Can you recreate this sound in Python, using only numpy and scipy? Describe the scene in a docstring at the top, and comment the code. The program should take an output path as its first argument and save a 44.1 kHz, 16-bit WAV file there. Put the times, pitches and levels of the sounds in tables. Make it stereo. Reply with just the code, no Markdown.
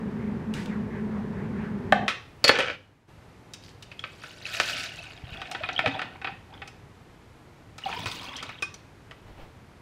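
"""Milk, then tea, poured over ice in a tall plastic cup: grains of bubbles, slaps and spray over a low gurgle.
The milk sprays on bare ice, then gurgles once it is covered; filtered noise is the air note, higher as the cup fills.
Before it an appliance rumbles and swishes (noise bands), powder is scooped (grains), and tin and ice land (struck modes).
Ice and straw knock on the wall, single bubbles glide in pitch, a glass clinks, and soft far steps end the scene."""
import sys
import numpy as np
from scipy import signal
from scipy.fft import rfft, irfft, next_fast_len
from scipy.io import wavfile
from scipy.ndimage import uniform_filter1d, map_coordinates

SR = 44100
rng = np.random.default_rng(int(sys.argv[2]) if len(sys.argv) > 2 else 0)


def generate_wav(sig):
    """Save sig (samples, or channels by samples) to the path in sys.argv[1] as 16-bit PCM at SR."""
    pcm = np.round(np.clip(np.atleast_2d(sig).T, -1, 1) * 32767).astype(np.int16)
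    wavfile.write(sys.argv[1], SR, pcm)


N = 432621

# air column of the cup as it fills: time_s, pitch_hz
AIR_COLUMN = [(3.6, 520), (4.6, 618), (5.7, 755), (7.87, 840), (7.98, 970), (8.5, 1153)]
# resonances of the cup wall: centre_hz, width_hz, level_db
WALL_MODES = [(1318, 200, 2), (1580, 110, 7), (1820, 110, 3), (2260, 88, 9), (2890, 160, 7.5),
              (3080, 87, -8.5), (4380, 130, -15.5), (5270, 1800, -11.5), (7520, 230, -25)]
# spectrum of a hard contact: freq_hz, level_db
CONTACT_COLOUR = [(30, -41.5), (150, -15), (1000, -3.5), (2500, 3.5), (5000, -5), (9000, -14), (12000, -27),
                  (15000, -31)]
# spectrum of fine milk spray, also of the carton's crackle: freq_hz, level_db
SPRAY_SPECTRUM = [(3000, 3.5), (4500, 4.5), (7000, -4.5), (9500, -8), (13500, -11.5), (16000, -23.5)]
CROSS_HZ = 2536  # air note across the cup, whatever the fill


def amp(db):
    """Amplitude factor of a level in dB."""
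    return 10 ** (np.asarray(db) / 20)


def unit(x):
    """Scaled to rms 1."""
    return x / np.sqrt(np.mean(x ** 2) + 1e-20)


def along(points, hz):
    """(Hz, value) points interpolated on a log axis."""
    f, v = np.transpose(points)
    return np.interp(np.log(hz + 1), np.log(f + 1), v)


def curve(rows):
    """(s, value) rows as one value per sample, held at both ends."""
    return np.interp(np.arange(N) / SR, *np.transpose(rows))


def wobble(rate):
    """A smooth random curve, rate knots a second."""
    knots = rng.standard_normal(int(N * rate / SR) + 4)
    return map_coordinates(knots, [np.arange(N) * rate / SR])


def swell(s, db, rise_s, fall_s, hold_s=0, sag_db_per_s=0):
    """A gain that peaks at s, sags while held, then dies; rise and fall are times for 60 dB."""
    t = np.arange(N) / SR - s
    edges = np.minimum(t, 0) / rise_s - np.maximum(t - hold_s, 0) / fall_s
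    held = amp(db - sag_db_per_s * np.clip(t, 0, hold_s))
    return held * np.exp(np.log(1000) * np.maximum(edges, -2))


def add(track, s, sound):
    """Mix a sound in at s seconds."""
    part = track[round(s * SR):][:len(sound)]
    part += sound[:len(part)]


def filtered(x, response):
    """x times a complex response of frequency."""
    n = x.shape[-1]
    m = next_fast_len(n + SR // 12)
    return irfft(rfft(x, m) * response(np.fft.rfftfreq(m, 1 / SR)), m)[..., :n]


def coloured(x, spectrum):
    """x with a spectrum, at rms 1."""
    return unit(filtered(x, lambda hz: amp(along(spectrum, hz))))


def body(modes, f):
    """Causal response of a set of resonances, in alternating sign."""
    total = 0
    for k, (centre_hz, width_hz, db) in enumerate(modes):
        damping = 1j * f * width_hz
        total = total + (-1) ** k * amp(db) * damping / (centre_hz * centre_hz - f * f + damping)
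    return total


def resonance(x, hz, width_hz):
    """x at rms 1 through a resonance with steep skirts, whose centre follows the curve hz."""
    turn = np.exp(2j * np.pi * np.cumsum(hz) / SR)  # shifts the moving centre to 0 Hz and back
    pole = np.exp(-np.pi * width_hz / SR)
    return unit(np.real(turn * signal.lfilter([1], np.poly([pole, pole]), x / turn)))


def ring(modes):
    """Freely fading modes, at new strengths for each blow."""
    t = np.arange(SR // 2) / SR
    out = np.zeros(len(t))
    for hz, db, t60_s in modes:
        decay = np.exp(-np.log(1000) * t / t60_s)
        out += amp(db + rng.normal(0, 1)) * decay * np.sin(2 * np.pi * hz * t)
    return out


def blow(modes, knock_db, tick_db, chatter, t60_s, crack_db):
    """A contact and its brief chatter through a body; weight sets the low knock, hardness the high tick."""
    t = np.arange(SR // 7) / SR
    force = rng.standard_normal(len(t)) * amp(-60 * t / t60_s)
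    force *= chatter / np.linalg.norm(force)
    force[0] += 1
    x = filtered(np.pad(force, (16, 0)),
                 lambda f: body(modes, f) + amp(crack_db + along(CONTACT_COLOUR, f)))
    out = 0
    for kind, hz, db in [('lowpass', 950, knock_db), ('bandpass', (1050, 3600), 0), ('highpass', 3900, tick_db)]:
        band = signal.sosfilt(signal.butter(4, hz, kind, fs=SR, output='sos'), x)
        out = out + amp(db) * band / np.linalg.norm(band)
    return out


def grains(start, end, rate, pitch_hz, spread, cycles, size_db, rise, density):
    """Random short rings at rms 1: bubbles if pitch rises, else grit; fewer and larger where density < 1."""
    count = int((end - start) * rate)
    when, size, pitch, depth, chance = rng.random((count, 5)).T
    hz = np.clip(pitch_hz * (pitch / (1 - pitch)) ** spread, 60, 15500)[:, None]
    t = np.arange(int(min(1.3 * cycles / pitch_hz, .04) * SR)) / SR
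    age = np.minimum(hz * t / cycles, 2)
    envelope = (1 - np.exp(-age / .06)) * np.exp(-np.log(1000) * age)
    shape = envelope * np.sin(2 * np.pi * hz * t * (1 + rise * depth[:, None] * age))
    shape *= 1 - t / t[-1]
    sizes = amp(-size_db * np.log(np.maximum(size, .035)))[:, None] * np.sqrt(hz)
    at = ((start + when * (end - start)) * SR).astype(int)[:, None] + np.arange(len(t))
    share = np.broadcast_to(density, N)[at[:, :1]]
    sizes = sizes * (chance[:, None] < share) / np.sqrt(share)
    return unit(np.bincount(at.ravel(), (sizes * shape).ravel(), N)[:N])


def texture(span, spectrum, rate, pitch_hz, spread, cycles, size_db, rise=0, density=1):
    """Coloured grains with rms 1 between two times."""
    start, end = span
    x = grains(start, end, rate, pitch_hz, spread, cycles, size_db, rise, density)
    return coloured(x, spectrum) * np.sqrt((end - start) * SR / N)


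def appliance():
    """A turbulent rumble with a narrow drone in its housing, heard only early on."""
    # rumble spectrum: freq_hz, level_db
    rumble_spectrum = [(18, -41.5), (30, -30.5), (56, -11.5), (156, -4.5), (212, -2), (319, -17), (404, -9),
                       (478, -17.5), (700, -26.5), (889, -22), (1300, -29.5), (1780, -28.5), (3300, -46),
                       (9000, -65.5), (11700, -87), (19800, -120)]
    rumble = coloured(rng.standard_normal(N), rumble_spectrum) * amp(-4.5 + 0.64 * wobble(12.32))
    drone = unit(filtered(rng.standard_normal(N), lambda f: body([(214.9, 22.6, 0)], f) ** 2))
    running = swell(0, -31, rise_s=1, fall_s=0.15, hold_s=2.05)
    return running * (rumble + amp(-6.0) * drone)


def room_tone():
    """Steady hiss, mains hum and a thin whine as (mid, side)."""
    # hiss spectrum: freq_hz, level_db
    hiss_spectrum = [(13, -46), (22, -15), (106, 1.5), (205, -8), (457, -11), (569, -15), (837, -15),
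                     (1340, -19), (2080, -21.5), (2820, -26), (12800, -43.5), (16000, -65)]
    # gain of the side hiss: freq_hz, level_db
    hiss_width = [(60, -21.5), (380, -0.5), (2380, -4), (15000, 2.5)]
    t = np.arange(N) / SR
    mid, side = (coloured(rng.standard_normal(N), hiss_spectrum) for _ in range(2))
    hum = amp(-11 + 2 * wobble(3)) * np.sin(2 * np.pi * 100 * t)
    whine = amp(-39 + 2 * wobble(15)) * np.sin(2 * np.pi * 13001 * t)
    side = filtered(side, lambda hz: amp(along(hiss_width, hz)))
    return amp(-52.0) * np.array([mid + hum + whine, side])


def swishes():
    """Jets of water sweep round inside the appliance: soft bands of noise that swell, glide and fade."""
    # water jets: peak_s, level_db, pitch_hz, glide_octaves_per_s
    jets = [(.22, -51.5, 1790, 7), (.58, -48.5, 1720, 6), (.73, -47, 1750, -10), (.96, -48, 1790, -2),
            (1.17, -47, 970, -2), (1.401, -50, 1790, 6), (1.58, -49, 1740, 9.5), (1.66, -47.5, 1560, -5)]
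    out, t = np.zeros(N), np.arange(-SR // 6, SR // 6) / SR
    for s, db, hz, glide in jets:
        jet = resonance(rng.standard_normal(len(t)), hz * 2 ** (glide * t), width_hz=760)
        add(out, s + t[0], amp(db) * np.exp(-(t / 0.052) ** 2) * jet)
    return out


def tin():
    """The spoon ticks and rasps through powder, then the tin lands on the counter and rings hollow."""
    # powder rasp spectrum: freq_hz, level_db
    scoop_spectrum = [(800, -8), (2200, -1), (5000, -9.5), (10000, -12.5), (15000, -23.5)]
    # spoon touching the tin: start_s, level_db
    spoon_ticks = [(0.5384, -27), (0.6578, -33)]
    # spoon resonances: centre_hz, width_hz, level_db
    spoon_modes = [(2680, 400, -5.5), (3540, 430, 4)]
    # tin on the counter: start_s, level_db, knock_db, tick_db
    landings = [(1.9231, -1, 0.5, -26), (1.9282, -16, 5, -21.5)]
    # tin resonances: centre_hz, width_hz, level_db
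    tin_modes = [(210, 220, -11), (670, 101.1, 6.5), (825, 78, 2.5), (1300, 480, -5), (1810, 270, -0.5),
                 (2190, 420, -6.5), (2720, 700, -19.5), (5190, 200, -21.5)]
    dig = swell(0.539, -42.5, rise_s=.008, fall_s=0.38, hold_s=0.078, sag_db_per_s=59)
    out = dig * texture((.4, 1.9), scoop_spectrum, rate=20000, pitch_hz=4350, spread=0.4, cycles=3, size_db=2)
    for s, db in spoon_ticks:
        tick = blow(spoon_modes, knock_db=-17, tick_db=-2, chatter=7, t60_s=0.021, crack_db=-4.5)
        add(out, s, amp(db + 9.5) * tick)
    for s, db, knock_db, tick_db in landings:
        knock = blow(tin_modes, knock_db, tick_db, chatter=0.78, t60_s=0.028, crack_db=-16)
        add(out, s, amp(db + 10.5) * knock)
    hollow = resonance(rng.standard_normal(N), np.full(N, 720), width_hz=190)
    return out + hollow * swell(landings[0][0], -31.5, rise_s=.01, fall_s=.1, hold_s=.14, sag_db_per_s=87)


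def kitchen(x):
    """Hard walls answer; each frequency dies at its own speed."""
    # reverberation: freq_hz, t60_s
    decay_times = [(150, 0.6), (600, 0.36), (2500, 0.41), (6000, 0.43), (12000, 0.1)]
    hz, t, z = signal.stft(rng.standard_normal(SR * 3 // 4), SR, nperseg=256)
    fade = amp(-60 * t / along(decay_times, hz)[:, None])
    tail = signal.istft(z * fade, SR, nperseg=256)[1]
    tail *= 1 - np.exp(-np.arange(len(tail)) / SR / 0.0006)
    return signal.fftconvolve(x, tail / np.linalg.norm(tail))[:N]


def cup_modes(s, width_hz, air_db, cross_db, thud_db):
    """The counter's thud, the air along and across the cup, and the wall's resonances at a random spot."""
    detune_share, scatter_db = 0.02, 2.5  # each spot rings a little differently
    spots = rng.standard_normal((len(WALL_MODES), 2))
    modes = [(170, 200, thud_db), (np.interp(s, *np.transpose(AIR_COLUMN)), width_hz, air_db),
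             (CROSS_HZ, 90, cross_db)]
    for (hz, wall_width_hz, db), (a, b) in zip(WALL_MODES, spots):
        modes.append((hz * (1 + detune_share * a), wall_width_hz, db + scatter_db * b))
    return sorted(modes)


def ice():
    """Hard cubes knock as they land in the empty cup, bounce and skid to rest."""
    # ice landings: start_s, level_db, knock_db, tick_db, chatter_t60_s
    drops = [(2.0803, -7, -14.5, -15.5, 0.14), (2.4415, -8.5, -0.5, -3.5, 0.068),
             (2.479, -8.5, -15, -7.5, 0.031), (2.486, -11.5, -14.5, -7.5, .05),
             (2.492, -0.5, -0.5, -24.5, 0.032), (2.5876, -13, -1, -11, 0.053), (2.594, -17, 3, -20.5, 0.04),
             (2.603, -10.5, -9, -19.5, 0.055)]
    skid = texture((2.4, 2.85), CONTACT_COLOUR, rate=700, pitch_hz=2900, spread=.5, cycles=1.5, size_db=3.5)
    skid_modes = cup_modes(3.3, width_hz=44, air_db=21.5, cross_db=1.5, thud_db=1.5)
    wall = unit(filtered(skid, lambda f: body(skid_modes, f))) * skid.std()
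    rattle = swell(2.475, -30.5, rise_s=0.08, fall_s=0.11, hold_s=0.235, sag_db_per_s=38)
    out = rattle * (amp(4.5) * wall + amp(-7) * skid)
    for s, db, knock_db, tick_db, t60_s in drops:
        modes = cup_modes(s, width_hz=73, air_db=16.5, cross_db=2, thud_db=-3)
        add(out, s, amp(db + 12.5) * blow(modes, knock_db, tick_db, chatter=2.3, t60_s=t60_s, crack_db=5.0))
    return out


def clinks():
    """Hard cubes ring briefly where they strike each other."""
    # cube against cube: start_s, level_db
    strikes = [(2.4423, -9), (2.4815, -10.5), (2.4928, -17)]
    # ringing modes of a cube: pitch_hz, level_db, t60_s
    cube_modes = [(4115, -11, .07), (4360, 0, .12), (4640, -3, .045), (4790, -8, .03), (7130, -14, .05),
                  (10540, -20, .08), (11780, -24, .05)]
    out = np.zeros(N)
    for s, db in strikes:
        add(out, s, amp(db - 6.0) * ring(cube_modes))
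    return out


def dip():
    """A gain for the whole level that sinks briefly after the ice and snaps back."""
    t = np.arange(N) / SR
    start_s, end_s = 2.76, 3.08
    level_db = (-4.5 - 22 * (t - start_s)) * (t > start_s) * (t < end_s)
    return amp(uniform_filter1d(level_db, size=900))


def nudges():
    """Floating ice and the straw tap the plastic wall; firm taps crack cleanly, light ones chatter."""
    # taps on the wall: start_s, level_db, tick_db
    taps = [(3.5357, -39, 8.5), (3.8241, -41, 4.5), (3.9149, -32, -17.5), (3.992, -39.5, -2),
            (4.039, -21.5, -28), (4.236, -29.5, -15.5), (4.5998, -10, -11), (5.4163, -25, -18),
            (5.5135, -29, -0.5), (5.548, -21.5, -26), (5.6353, -20.5, -53), (5.689, -18.5, -30),
            (5.7912, -11, -27), (5.86, -11.5, -27), (5.875, -20, -21), (5.9929, -20, -26),
            (6.0166, -20, -21.5), (6.2154, -29, -26), (6.245, -19, -34), (6.2718, -21, -54),
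            (6.618, -27, -30), (6.6754, -37, -1.5), (7.781, -34.5, -2), (7.926, -24.5, -27),
            (8.058, -21, -10.5), (8.365, -47.5, 15.5), (8.427, -30, -2), (8.492, -31, -14.5),
            (8.623, -23, -4.5), (8.741, -46, 8), (9.1102, -34, -16)]
    # a fuller cup knocks deeper: air_column_hz, knock_db
    knock_by_fill = [(510, -15), (620, -8), (750, -7.5), (1150, -5)]
    out = np.zeros(N)
    for s, db, tick_db in taps:
        modes = cup_modes(s, width_hz=60, air_db=12, cross_db=8, thud_db=-8)
        knock_db = along(knock_by_fill, np.interp(s, *np.transpose(AIR_COLUMN)))
        chatter = amp(-.5 * db - 7)
        add(out, s, amp(db + 15.5) * blow(modes, knock_db, tick_db, chatter, t60_s=0.055, crack_db=-0.5))
    return out


def carton():
    """The carton crackles faintly as it tips."""
    ticks = texture((3.5, 3.9), SPRAY_SPECTRUM, rate=900, pitch_hz=5500, spread=.35, cycles=6, size_db=4.5)
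    return swell(3.63, -55.5, rise_s=0.036, fall_s=0.22, hold_s=0.063) * ticks


def air_column(x, width_hz):
    """The cup's quarter-wave resonance, gliding up with the level of the drink and wavering as it sloshes."""
    return resonance(x, curve(AIR_COLUMN) * (1 + .03 * wobble(16)), width_hz)


def splats():
    """The stream breaks into blobs; each lands with a sharp burst over a steady bed. A gain of rms 1."""
    rate_per_s, decay_s, bed_share = 60, .008, .38  # bed_share: steady part of the power
    lands, size = rng.random((2, N))
    hits = (lands < rate_per_s / SR) * size ** 2
    power = signal.lfilter([1], [1, -np.exp(-1 / (decay_s * SR))], hits)
    return np.sqrt(bed_share + (1 - bed_share) * power / power.mean())


def pour(span, colour, spray_colour, splash, spray, gurgle,
         splash_db, spray_db, gurgle_db, hollow_db, wall_db):
    """A stream splats into the cup: bubbles, slaps, fine spray, low gurgle and the hollow note of the air."""
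    # gurgle spectrum: freq_hz, level_db
    gurgle_spectrum = [(40, 1), (100, 7.5), (250, -1), (500, -6), (900, 3.5)]
    density = np.clip(splash / splash.max(), .3, 1)  # a thin stream makes fewer bubbles
    bubbles = texture(span, colour, rate=950, pitch_hz=2150, spread=.3, cycles=42,
                      size_db=3.4, rise=.06, density=density)
    slaps = texture(span, colour, rate=1200, pitch_hz=1900, spread=.35, cycles=5,
                    size_db=3.5, density=density)
    drops = texture(span, spray_colour, rate=4200, pitch_hz=6200, spread=.36, cycles=32,
                    size_db=3.4, rise=.03, density=density)
    churn = texture(span, gurgle_spectrum, rate=330, pitch_hz=370, spread=0.45, cycles=13,
                    size_db=4.5, rise=0.25)
    bursts = splats()
    modes = sorted(WALL_MODES + [(CROSS_HZ, 90, 8)])
    wall = unit(filtered(slaps * bursts, lambda f: body(modes, f))) * slaps.std()  # blobs drum on ice and wall
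    hollow = air_column(rng.standard_normal(N), width_hz=140) * amp(4 * wobble(25))
    wet = amp(splash_db) * bubbles + amp(wall_db) * (wall + .5 * slaps * bursts)
    stir = np.sqrt(splash * gurgle)  # splashing and deep churning both drive the air column
    out = splash * wet
    out += amp(spray_db) * spray * bursts * drops
    out += amp(gurgle_db) * gurgle * churn
    return out + amp(hollow_db) * stir * hollow


def milk():
    """The stream sprays on bare ice, gurgles once a pool covers it, and comes partly in spurts."""
    # flow of the stream: time_s, level_db
    stream = [(3.7, -90), (4.15, -58.5), (4.4, -52), (4.46, -43), (4.6, -35.5), (4.82, -35), (4.92, -44.5),
              (5.2, -52), (5.6, -45), (5.88, -44.5), (6.17, -56)]
    # the carton gulps air and lets out a spurt: peak_s, level_db
    spurts = [(4.26, -48.5), (5.06, -54), (5.347, -44.5), (5.95, -47), (6.28, -47.5), (6.54, -50)]
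    # milk splash spectrum: freq_hz, level_db
    milk_spectrum = [(400, -32), (620, -23), (950, -11.5), (1500, 3.5), (2100, 0.5), (2800, 6.5),
                     (4200, 4.5), (6000, -10.5)]
    s, db = np.transpose(stream)
    t = np.arange(N) / SR
    flow = amp(np.interp(t, s, db, left=-120, right=-120))
    flow += sum(swell(at, level, rise_s=0.2, fall_s=0.3, hold_s=0.011) for at, level in spurts)
    covered_s, covering_s = 5.29, 0.32  # when the milk closes over the ice, and how gradually
    covered = (1 + np.tanh((t - covered_s) / (2 * covering_s))) / 2
    spray = flow * amp(1.5 + (-25.5 - 1.5) * covered)  # dB on bare ice to dB in the pool
    gurgle = flow * amp(-19 + (3.5 + 19) * covered)
    return pour((3.6, 6.8), milk_spectrum, SPRAY_SPECTRUM, flow, spray, gurgle,
                splash_db=-6.5, spray_db=-3.5, gurgle_db=-2.5, hollow_db=-8.5, wall_db=-7.0)


def glugs():
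    """Single bubbles, deep glugs to small plips, swell softly, glide in pitch and die away."""
    # loud bubbles: start_s, level_db, pitch_hz, fade_s, pitch_rise_share (over fade_s)
    loud_bubbles = [(3.993, -29, 3230, 0.012, 0.11), (4.454, -25.5, 2630, 0.013, -0.009),
                    (4.539, -31, 2800, 0.016, -0.028), (4.731, -29, 2920, 0.032, -0.13),
                    (4.988, -34.5, 2525, 0.028, 0.18), (5.027, -39, 2540, 0.025, .15),
                    (5.237, -32, 106, 0.035, 0), (5.322, -33, 98, 0.033, -0.32),
                    (5.608, -32, 606, 0.042, 0.3), (5.638, -29, 2510, 0.037, -0.065),
                    (5.763, -22.5, 3200, 0.015, -0.19), (5.779, -20.5, 3260, 0.011, .06),
                    (5.839, -26.5, 690, 0.075, -.45), (5.862, -29.5, 450, 0.043, 0.31),
                    (5.869, -26.5, 132, 0.044, -0.29), (5.876, -31, 256, 0.077, 0.23),
                    (5.943, -32, 3260, 0.02, 0.26), (5.96, -35, 613, .04, 0.26),
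                    (7.837, -30, 2960, 0.025, -0.14), (7.858, -26, 823, 0.05, -0.31),
                    (7.963, -32, 967, 0.053, 0.066), (8.061, -32, 112, 0.052, -0.27),
                    (8.375, -45, 1650, 0.14, 1.8), (8.425, -35, 1240, 0.028, 0.36),
                    (8.52, -44, 2140, 0.034, 1.5)]
    out, t = np.zeros(N), np.arange(SR // 5) / SR
    for s, db, hz, fade_s, rise in loud_bubbles:
        age = 9 * t / fade_s
        tone = np.sin(2 * np.pi * hz * t * (1 + rise * t / fade_s / 2))
        add(out, s, amp(db) * age * np.exp(1 - age) * tone)
    return out


def tea():
    """One steady tip of the glass: the tea plunges in at once and thins as the glass empties."""
    # tea splash spectrum: freq_hz, level_db
    tea_spectrum = [(500, 3), (950, 3.5), (1600, -7), (2500, 0), (3500, 6.5), (5000, -3), (7000, -12.5)]
    # tea spray spectrum: freq_hz, level_db
    fizz_spectrum = [(2000, -5.5), (4000, 7.5), (7000, -3.5), (13500, -7)]
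    start_s = 7.86
    flow = swell(start_s, -38, rise_s=0.19, fall_s=0.61, hold_s=0.63, sag_db_per_s=7.5)
    spray = flow * swell(8.135, -5.5, rise_s=1.5, fall_s=1.0)  # most spray at the steepest tilt
    gurgle = flow * swell(start_s, -2, rise_s=0.22, fall_s=6.0)  # the first plunge churns deepest
    return pour((7.7, 8.9), tea_spectrum, fizz_spectrum, flow, spray, gurgle,
                splash_db=-4.0, spray_db=0.0, gurgle_db=-3.5, hollow_db=-12.5, wall_db=-11.5)


def glass():
    """The emptied glass clinks once in fading modes, between two light, high ticks."""
    # ringing modes of the glass: pitch_hz, level_db, t60_s
    glass_modes = [(2484, 0, .12), (5259, -16, .11), (8900, -24, .1)]
    # light touches on the glass: start_s, level_db
    touches = [(8.366, -36), (8.742, -36)]
    out = np.zeros(N)
    add(out, 8.626, amp(-23) * ring(glass_modes))
    for s, db in touches:
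        add(out, s, amp(db) * ring([(5930, 0, 0.036)]))
    return out


def footfall():
    """Soft steps across the room: swells of low noise."""
    # far footfalls: peak_s, level_db
    footsteps = [(9.27, -51), (9.399, -47)]
    # footfall spectrum: freq_hz, level_db
    step_spectrum = [(50, 18.5), (200, 4.5), (850, 4.5), (1500, -5), (3000, -6.5), (8000, -29.5)]
    steps = sum(swell(s, db, rise_s=0.19, fall_s=0.42, hold_s=0.027) for s, db in footsteps)
    return steps * coloured(rng.standard_normal(N), step_spectrum)


def scene():
    """Close microphone ports: near mono in the bass, the right one slightly ahead in the treble."""
    # stereo width: freq_hz, side_over_mid_db
    stereo_width = [(100, -57.5), (500, -27), (1000, -22.5), (2000, -21), (4000, -9.5), (6000, -3),
                    (8000, -0.5), (12000, 10.5), (16000, -2.5)]
    hard = tin() + ice()
    wet = nudges() + glugs() + carton() + milk() + tea()
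    clink = clinks() + glass()
    direct = hard + wet + clink + footfall() + appliance() + swishes()
    send = amp(-8.5) * hard + amp(-9.0) * wet + amp(-18.5) * clink
    mid = direct + kitchen(send)
    side = filtered(direct + amp(3.5) * kitchen(send), lambda hz: -1j * amp(along(stereo_width, hz)))
    side -= 0.053 * (hard + wet)  # the cup stands a little to the right
    mid, side = (np.array([mid, side]) + room_tone()) * amp(1) * dip()
    return np.array([mid + side, mid - side])


def record(dry):
    """The input clips at full scale and keeps nothing above its band limit."""
    top_hz = 15700
    return filtered(np.clip(dry, -1, 1), lambda hz: hz < top_hz)


dry = scene()
out = record(dry)
generate_wav(out)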